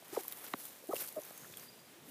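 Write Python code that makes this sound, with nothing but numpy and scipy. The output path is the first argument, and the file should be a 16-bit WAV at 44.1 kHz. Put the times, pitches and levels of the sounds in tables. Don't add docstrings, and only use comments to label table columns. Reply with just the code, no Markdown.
import sys
import numpy as np
from scipy import signal
from scipy.fft import rfft, irfft
from scipy.io import wavfile

SR = 44100
rng = np.random.default_rng(int(sys.argv[2]) if len(sys.argv) > 2 else 0)


def int16_out(signal):
    q = np.round(np.clip(np.atleast_2d(signal).T, -1, 1) * 32767)
    wavfile.write(sys.argv[1], SR, q.astype(np.int16))


def ratio(d):
    e = np.asarray(d, float) / 20
    return 10 ** e


N = 92610

# [f/Hz, level/dB]
AIR_SPECTRUM = [(15, -58), (25, -27), (255, -2), (425, -2), (461, -2), (1280, -12), (3880, -12.5),
                (4820, -15.5), (6310, -16), (13400, -17), (15800, -17)]
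# [t/s, level/dB]
RUMBLE_LEVELS = [(0.0, -72), (0.18, -79), (0.33, -82), (0.6, -68), (1.33, -76), (1.45, -60.5),
                 (1.73, -65.5), (1.88, -71.5), (2.1, -62)]
# [t/s, treble level/dB, upper-middle level/dB, middle level/dB]
RUSTLE_LEVELS = [(0.0, -65, -66, -66.5), (0.11, -60, -62, -61), (0.149, -49, -49, -52),
                 (0.26, -52.5, -60.5, -65), (0.3, -54, -56, -61.5), (0.33, -49, -63, -56.5),
                 (0.34, -53, -61, -61), (0.45, -52, -58.5, -57.5), (0.53, -54.5, -58.5, -62),
                 (0.54, -54, -63, -48), (0.55, -58, -61, -59.5), (0.58, -49.5, -55.5, -62),
                 (0.62, -47.5, -54, -63), (0.81, -64, -64, -66), (0.92, -54.5, -60, -72),
                 (0.949, -47, -56, -58), (0.959, -40.5, -47.5, -50), (0.978, -47, -49, -65.5),
                 (1.018, -39, -45.5, -49), (1.05, -47.5, -54.5, -57), (1.09, -48.5, -53, -62.5),
                 (1.12, -56, -61.5, -64.5), (1.4, -56.5, -62, -60), (1.56, -60, -57.5, -69.5),
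                 (1.58, -53.5, -58.5, -61.5), (1.73, -67, -70.5, -69.5), (2.01, -72, -76, -66.5),
                 (2.1, -56, -60, -64)]
# [f/Hz, level/dB]
TREBLE_SPECTRUM = [(6000, -22), (8000, -12), (10000, -3), (13000, 2), (15500, -2)]
UPPER_SPECTRUM = [(2800, -5.5), (4000, -1), (6000, -1), (8000, 0), (10500, -5.5)]
MIDDLE_SPECTRUM = [(250, -5), (500, -0.5), (1000, -1), (2000, -2), (3600, -8.5), (5500, -46)]
# [t/s, treble level/dB, upper-middle level/dB, middle level/dB, t60/s]
GRIT_TICKS = [(0.0812, -39, -64, -58, 0.013), (0.153, -50, -59, -52, 0.0084), (0.208, -47, -43, -61, 0.012),
              (0.2345, -32, -59, -44, 0.0084), (0.2798, -32, -61, -45, 0.0079),
              (0.3231, -25.5, -50, -38.5, 0.019), (0.372, -40, -60, -57, 0.0065),
              (0.4442, -32.5, -55, -52, 0.009), (0.4646, -48, -58, -40, 0.023),
              (0.6535, -31, -59, -46, 0.017), (0.871, -39.5, -60, -69, 0.011),
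              (0.9448, -27.5, -52, -46, 0.018), (0.9634, -31, -63, -63, 0.012),
              (0.9704, -32, -51, -55, 0.02), (1.0206, -30, -38.5, -56, 0.014), (1.04, -49, -57, -47, 0.011),
              (1.0844, -30, -46, -50, 0.0047), (1.1995, -42, -61, -62, 0.0069),
              (1.276, -37, -56, -67, 0.0098), (1.298, -46, -49, -64, 0.014),
              (1.3054, -42, -46.5, -59, 0.011), (1.376, -36.5, -53, -55, 0.032),
              (1.5713, -33.5, -61, -62, 0.016)]
# [low f/Hz, high f/Hz, trim level/dB]
GRIT_BANDS = [(9400, 17700, -2), (4050, 19800, 7.5), (1000, 5700, -1)]
# [t/s, peak level/dB, ring f/Hz, t60/s]
TWIG_SNAPS = [(.025, -45.5, 640, 0.018), (0.152, -40.5, 5070, 0.0056), (.25, -43.5, 1000, 0.011),
              (.324, -41.5, 3780, 0.0095), (0.2815, -21.5, 13200, 0.0029), (0.948, -42, 560, 0.023),
              (1.06, -32, 11900, 0.0018), (1.076, -31, 11700, 0.0022), (1.0885, -31, 14000, .002),
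              (1.1265, -35, 10000, .002), (1.161, -43, 11000, .003), (1.2115, -39, 11200, .003),
              (1.2185, -36, 11100, .002), (1.2355, -37, 11800, .002), (1.25, -36, 12500, .002),
              (1.2535, -43, 9700, .003), (0.957, -39, 2930, 0.0047), (0.9634, -38, 5070, 0.0049),
              (0.9649, -31.5, 2770, 0.013), (.965, -46, 530, 0.02), (1.02, -43, 547, 0.034),
              (1.042, -48.5, 1500, 0.015), (1.218, -45, 6200, 0.0053), (1.226, -43.5, 890, 0.0036),
              (1.235, -42.5, 6200, 0.0066), (1.309, -39.5, 695, 0.0063), (1.435, -46.5, 1410, 0.012),
              (1.499, -44.5, 446, 0.0057), (1.5397, -39.5, 3340, 0.0053), (1.538, -41.5, 2500, 0.005),
              (1.446, -46.5, 1700, 0.013), (1.452, -47.5, 1390, 0.0085), (1.5722, -44.5, 3230, 0.011),
              (1.571, -40, 9070, 0.0087), (1.572, -42, 14200, .006), (1.571, -49, 11800, .005),
              (1.597, -38, 6200, 0.0025)]
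# [t/s, fundamental f/Hz, fundamental level/dB, octave level/dB]
CLUCK_GLIDES = [
    [(.128, 287, -44, -71), (.132, 332, -39, -50), (.137, 421, -46.5, -60), (.144, 402, -51, -51),
     (.153, 430, -59, -52)],
    [(.16, 1350, -55, -80), (.165, 1293, -44, -54), (.169, 972, -35.5, -49), (.173, 572, -32, -61),
     (.1765, 452, -23.5, -42), (.179, 402, -26, -40), (.182, 352, -40, -42), (.186, 303, -68, -63),
     (.19, 415, -41, -41), (.197, 400, -59, -54), (.205, 380, -48, -58), (.216, 350, -56, -62)],
    [(.5362, 1040, -47, -62), (.5372, 1020, -53, -33.5), (.5385, 1036, -30.5, -37), (.5394, 1150, -22, -44),
     (.5402, 876, -39.5, -70), (.5409, 460, -37, -56), (.542, 299, -32, -36), (.544, 295, -37.5, -66),
     (.549, 224, -61, -40), (.552, 220, -70, -72)],
    [(.836, 520, -77, -80), (.84, 523, -46.5, -86), (.846, 517, -59, -80)],
    [(.888, 323, -56, -55), (.891, 312, -38, -45), (.896, 344, -32.5, -39), (.901, 405, -35, -60),
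     (.905, 423, -40, -47), (.908, 360, -54, -42), (.912, 375, -41, -40), (.918, 450, -44, -68)],
    [(.91, 1110, -54, -83), (.915, 1225, -45, -80), (.922, 1342, -45.5, -77), (.928, 1220, -37.5, -67),
     (.932, 955, -40, -48), (.935, 616, -29, -56), (.9375, 567, -23, -52), (.941, 360, -33.5, -45),
     (.945, 332, -50, -55), (.95, 330, -79, -72)],
    [(1.161, 343, -76, -54), (1.166, 324, -73, -41), (1.171, 295, -63, -33), (1.174, 349, -39.5, -40),
     (1.177, 298, -47, -36), (1.18, 328, -61, -36), (1.186, 320, -44, -33.5), (1.192, 280, -52, -36.5),
     (1.195, 284, -58, -48), (1.204, 303, -62, -50)],
    [(1.168, 485, -55, -80), (1.178, 425, -47.5, -67), (1.194, 414, -45.5, -79)],
    [(1.955, 398, -65, -88), (1.97, 320, -59.5, -81), (1.982, 333, -54.5, -83), (1.996, 365, -61, -73)],
    [(2.078, 281, -53, -78), (2.088, 278, -57, -72), (2.1, 267, -45.5, -61)],
]
# [t/s, level/dB]
BEAK_PULSES = [(.5366, -33), (.5376, -32)]
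# [f/Hz, level/dB, t60/s]
MOUTH_RESONANCES = [(2060, -9, 0.0037), (2930, -1.5, .003), (3680, -2, 0.0048), (6200, -7, 0.0014)]
# [start t/s, length t/s, level/dB]
CRICKET_NOTES = [(1.602, 0.045, -65), (1.64, 0.015, -61), (1.658, 0.028, -62), (1.684, 0.02, -56.5),
                 (1.708, .05, -65.5), (1.76, 0.074, -68), (1.85, 0.022, -66)]


def in_time(rows):
    s, *columns = np.transpose(rows)
    return [np.interp(np.arange(N) / SR, s, column) for column in columns]


def rms_one(x):
    return x / np.sqrt(np.mean(x ** 2) + 1e-20)


def drift(rate_hz):
    pole = np.exp(-2 * np.pi * rate_hz / SR)
    noise = rng.standard_normal(N + SR)
    slow = signal.lfilter([1], [1, -2 * pole, pole * pole], noise)
    return rms_one(slow[SR:])


def ring(clicks, hz, t60):
    r = ratio(-60 / (t60 * SR))
    w = 2 * np.pi * hz / SR
    return signal.lfilter([0, np.sin(w)], [1, -2 * r * np.cos(w), r * r], clicks)


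def colour(x, spectrum):
    hz, db = np.transpose(spectrum)
    log_f = np.log(np.fft.rfftfreq(N, 1 / SR) + 1)
    return rms_one(irfft(rfft(x) * ratio(np.interp(log_f, np.log(hz), db)), N))


def yard_air():
    level_db = -59.5 + 0.46 * drift(7.5)
    return ratio(level_db) * colour(rng.standard_normal(N), AIR_SPECTRUM)


def low_rumble():
    rumble_hz, swing_db, t60_s = 145, 3.5, 0.015
    level_db = in_time(RUMBLE_LEVELS)[0] + swing_db * drift(8.2)
    return ratio(level_db) * rms_one(ring(rng.standard_normal(N), rumble_hz, t60_s))


def litter():
    grains_per_s, grain_spread_db, smooth_share, clump_db = 3000, 4.5, 0.75, 2
    out, clump = 0, ratio(clump_db * drift(40))
    spectra = [TREBLE_SPECTRUM, UPPER_SPECTRUM, MIDDLE_SPECTRUM]
    for db, spectrum in zip(in_time(RUSTLE_LEVELS), spectra):
        sizes = ratio(grain_spread_db * np.minimum(rng.exponential(1, N), 5))
        signed = sizes * rng.choice([-1, 1], N)
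        grains = rms_one(signed * (rng.random(N) < grains_per_s * clump / SR))
        swish = clump * rng.standard_normal(N)
        source = np.sqrt(1 - smooth_share) * grains + np.sqrt(smooth_share) * swish
        out = out + ratio(db) * colour(source, spectrum)
    return out


def straw_crackle():
    crackles_per_s, below_treble_db, t60_s = 320, -8, 0.0042
    sizes = ratio(2.9 * np.minimum(rng.exponential(1, N), 3))
    breaks = sizes * (rng.random(N) < crackles_per_s / SR)
    dealt = rng.integers(0, 8, N)
    rings = 0
    for k, hz in enumerate(np.geomspace(9000, 14500, 8)):
        own_breaks = breaks * (dealt == k) + 1e-18
        rings = rings + ring(own_breaks, hz, t60_s)
    return ratio(in_time(RUSTLE_LEVELS)[0] + below_treble_db) * rms_one(rings)


def snap(size, hz, t60, draws):
    clicks = np.zeros(size)
    clicks[(draws[:4] * .002 * SR).astype(int)] = draws[4:] - .5
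    clicks[0] = 1
    sound = ring(clicks, hz, t60)
    return sound / np.abs(sound).max()


def twigs():
    out, size = np.zeros(N + SR), 2000
    for s, db, hz, t60 in TWIG_SNAPS:
        out[int(s * SR):][:size] += ratio(db) * snap(size, hz, t60, rng.random(8))
    return out[:N]


def burst(band, t60, size):
    noise = rng.standard_normal(size) * ratio(-60 * np.arange(size) / (t60 * SR))
    sound = signal.sosfilt(band, noise)
    return sound / np.abs(sound).max()


def grit():
    out, size = np.zeros(N + SR), 2000
    bands = [signal.butter(2, [low, high], "band", fs=SR, output="sos") for low, high, _ in GRIT_BANDS]
    for s, *levels, t60 in GRIT_TICKS:
        for band, db, (*_, trim_db) in zip(bands, levels, GRIT_BANDS):
            out[int(s * SR):][:size] += ratio(db + trim_db) * burst(band, t60, size)
    return out[:N]


def hens():
    pitch_jitter, fourth_below_octave_db, flutter_db, breath_share = 0.021, -22.5, .7, .11
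    out, t = np.zeros(N), np.arange(N) / SR
    wobble = 1 + pitch_jitter * drift(55)
    for rows in CLUCK_GLIDES:
        hz, low_db, octave_db = in_time(rows)
        on = (t >= rows[0][0]) & (t <= rows[-1][0])
        phase = 2 * np.pi * np.cumsum(hz * wobble * on) / SR
        fundamental = ratio(low_db) * np.sin(phase)
        upper = np.sin(2 * phase) + ratio(fourth_below_octave_db) * np.sin(4 * phase)
        out += on * (fundamental + ratio(octave_db) * upper)
    return out * (ratio(flutter_db * drift(100)) + breath_share * drift(480))


def beak():
    clicks = np.zeros(N)
    for s, db in BEAK_PULSES:
        clicks[int(s * SR):][:3] = ratio(db) * np.array([.25, .5, .25])
    return sum(ratio(db) * ring(clicks, hz, t60) for hz, db, t60 in MOUTH_RESONANCES)


def far_insect():
    hz, start_s, length_s, level_db, t60_s = 6520, 1.333, 0.17, -63.5, 0.0058
    progress = np.clip((np.arange(N) / SR - start_s) / length_s, 0, 1)
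    swell = np.abs(np.sin(np.pi * progress)) ** .5
    return ratio(level_db) * swell * rms_one(ring(rng.standard_normal(N), hz, t60_s))


def cricket():
    final_hz, rise_hz, rise_start_s, rise_s = 4800, 110, 1.605, 0.031
    t = np.arange(N) / SR
    hz = final_hz - rise_hz * np.clip(1 - (t - rise_start_s) / rise_s, 0, 1)
    phase = 2 * np.pi * np.cumsum(hz + 15 * drift(36)) / SR
    level = np.zeros(N)
    for s, length, db in CRICKET_NOTES:
        arch = np.sin(np.pi * np.clip((t - s) / length, 0, 1))
        level += ratio(db) * np.sqrt(arch + 1e-12)
    return level * ratio(2.0 * drift(60)) * np.sin(phase)


def scene():
    ground = litter() + straw_crackle() + twigs() + grit()
    animals = hens() + beak() + far_insect() + cricket()
    return (yard_air() + low_rumble() + ground + animals)[None]


def top_cut(x):
    return signal.sosfilt(signal.butter(12, 16040, fs=SR, output="sos"), x)


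def record(dry):
    bass_cut = signal.butter(4, 116.6, "high", fs=SR, output="sos")
    top_shelf = signal.ellip(8, .5, 36, 15300, fs=SR, output="sos")
    mix = signal.sosfilt(top_shelf, signal.sosfilt(bass_cut, dry))
    return top_cut(mix)


dry = scene()
out = record(dry)
int16_out(out)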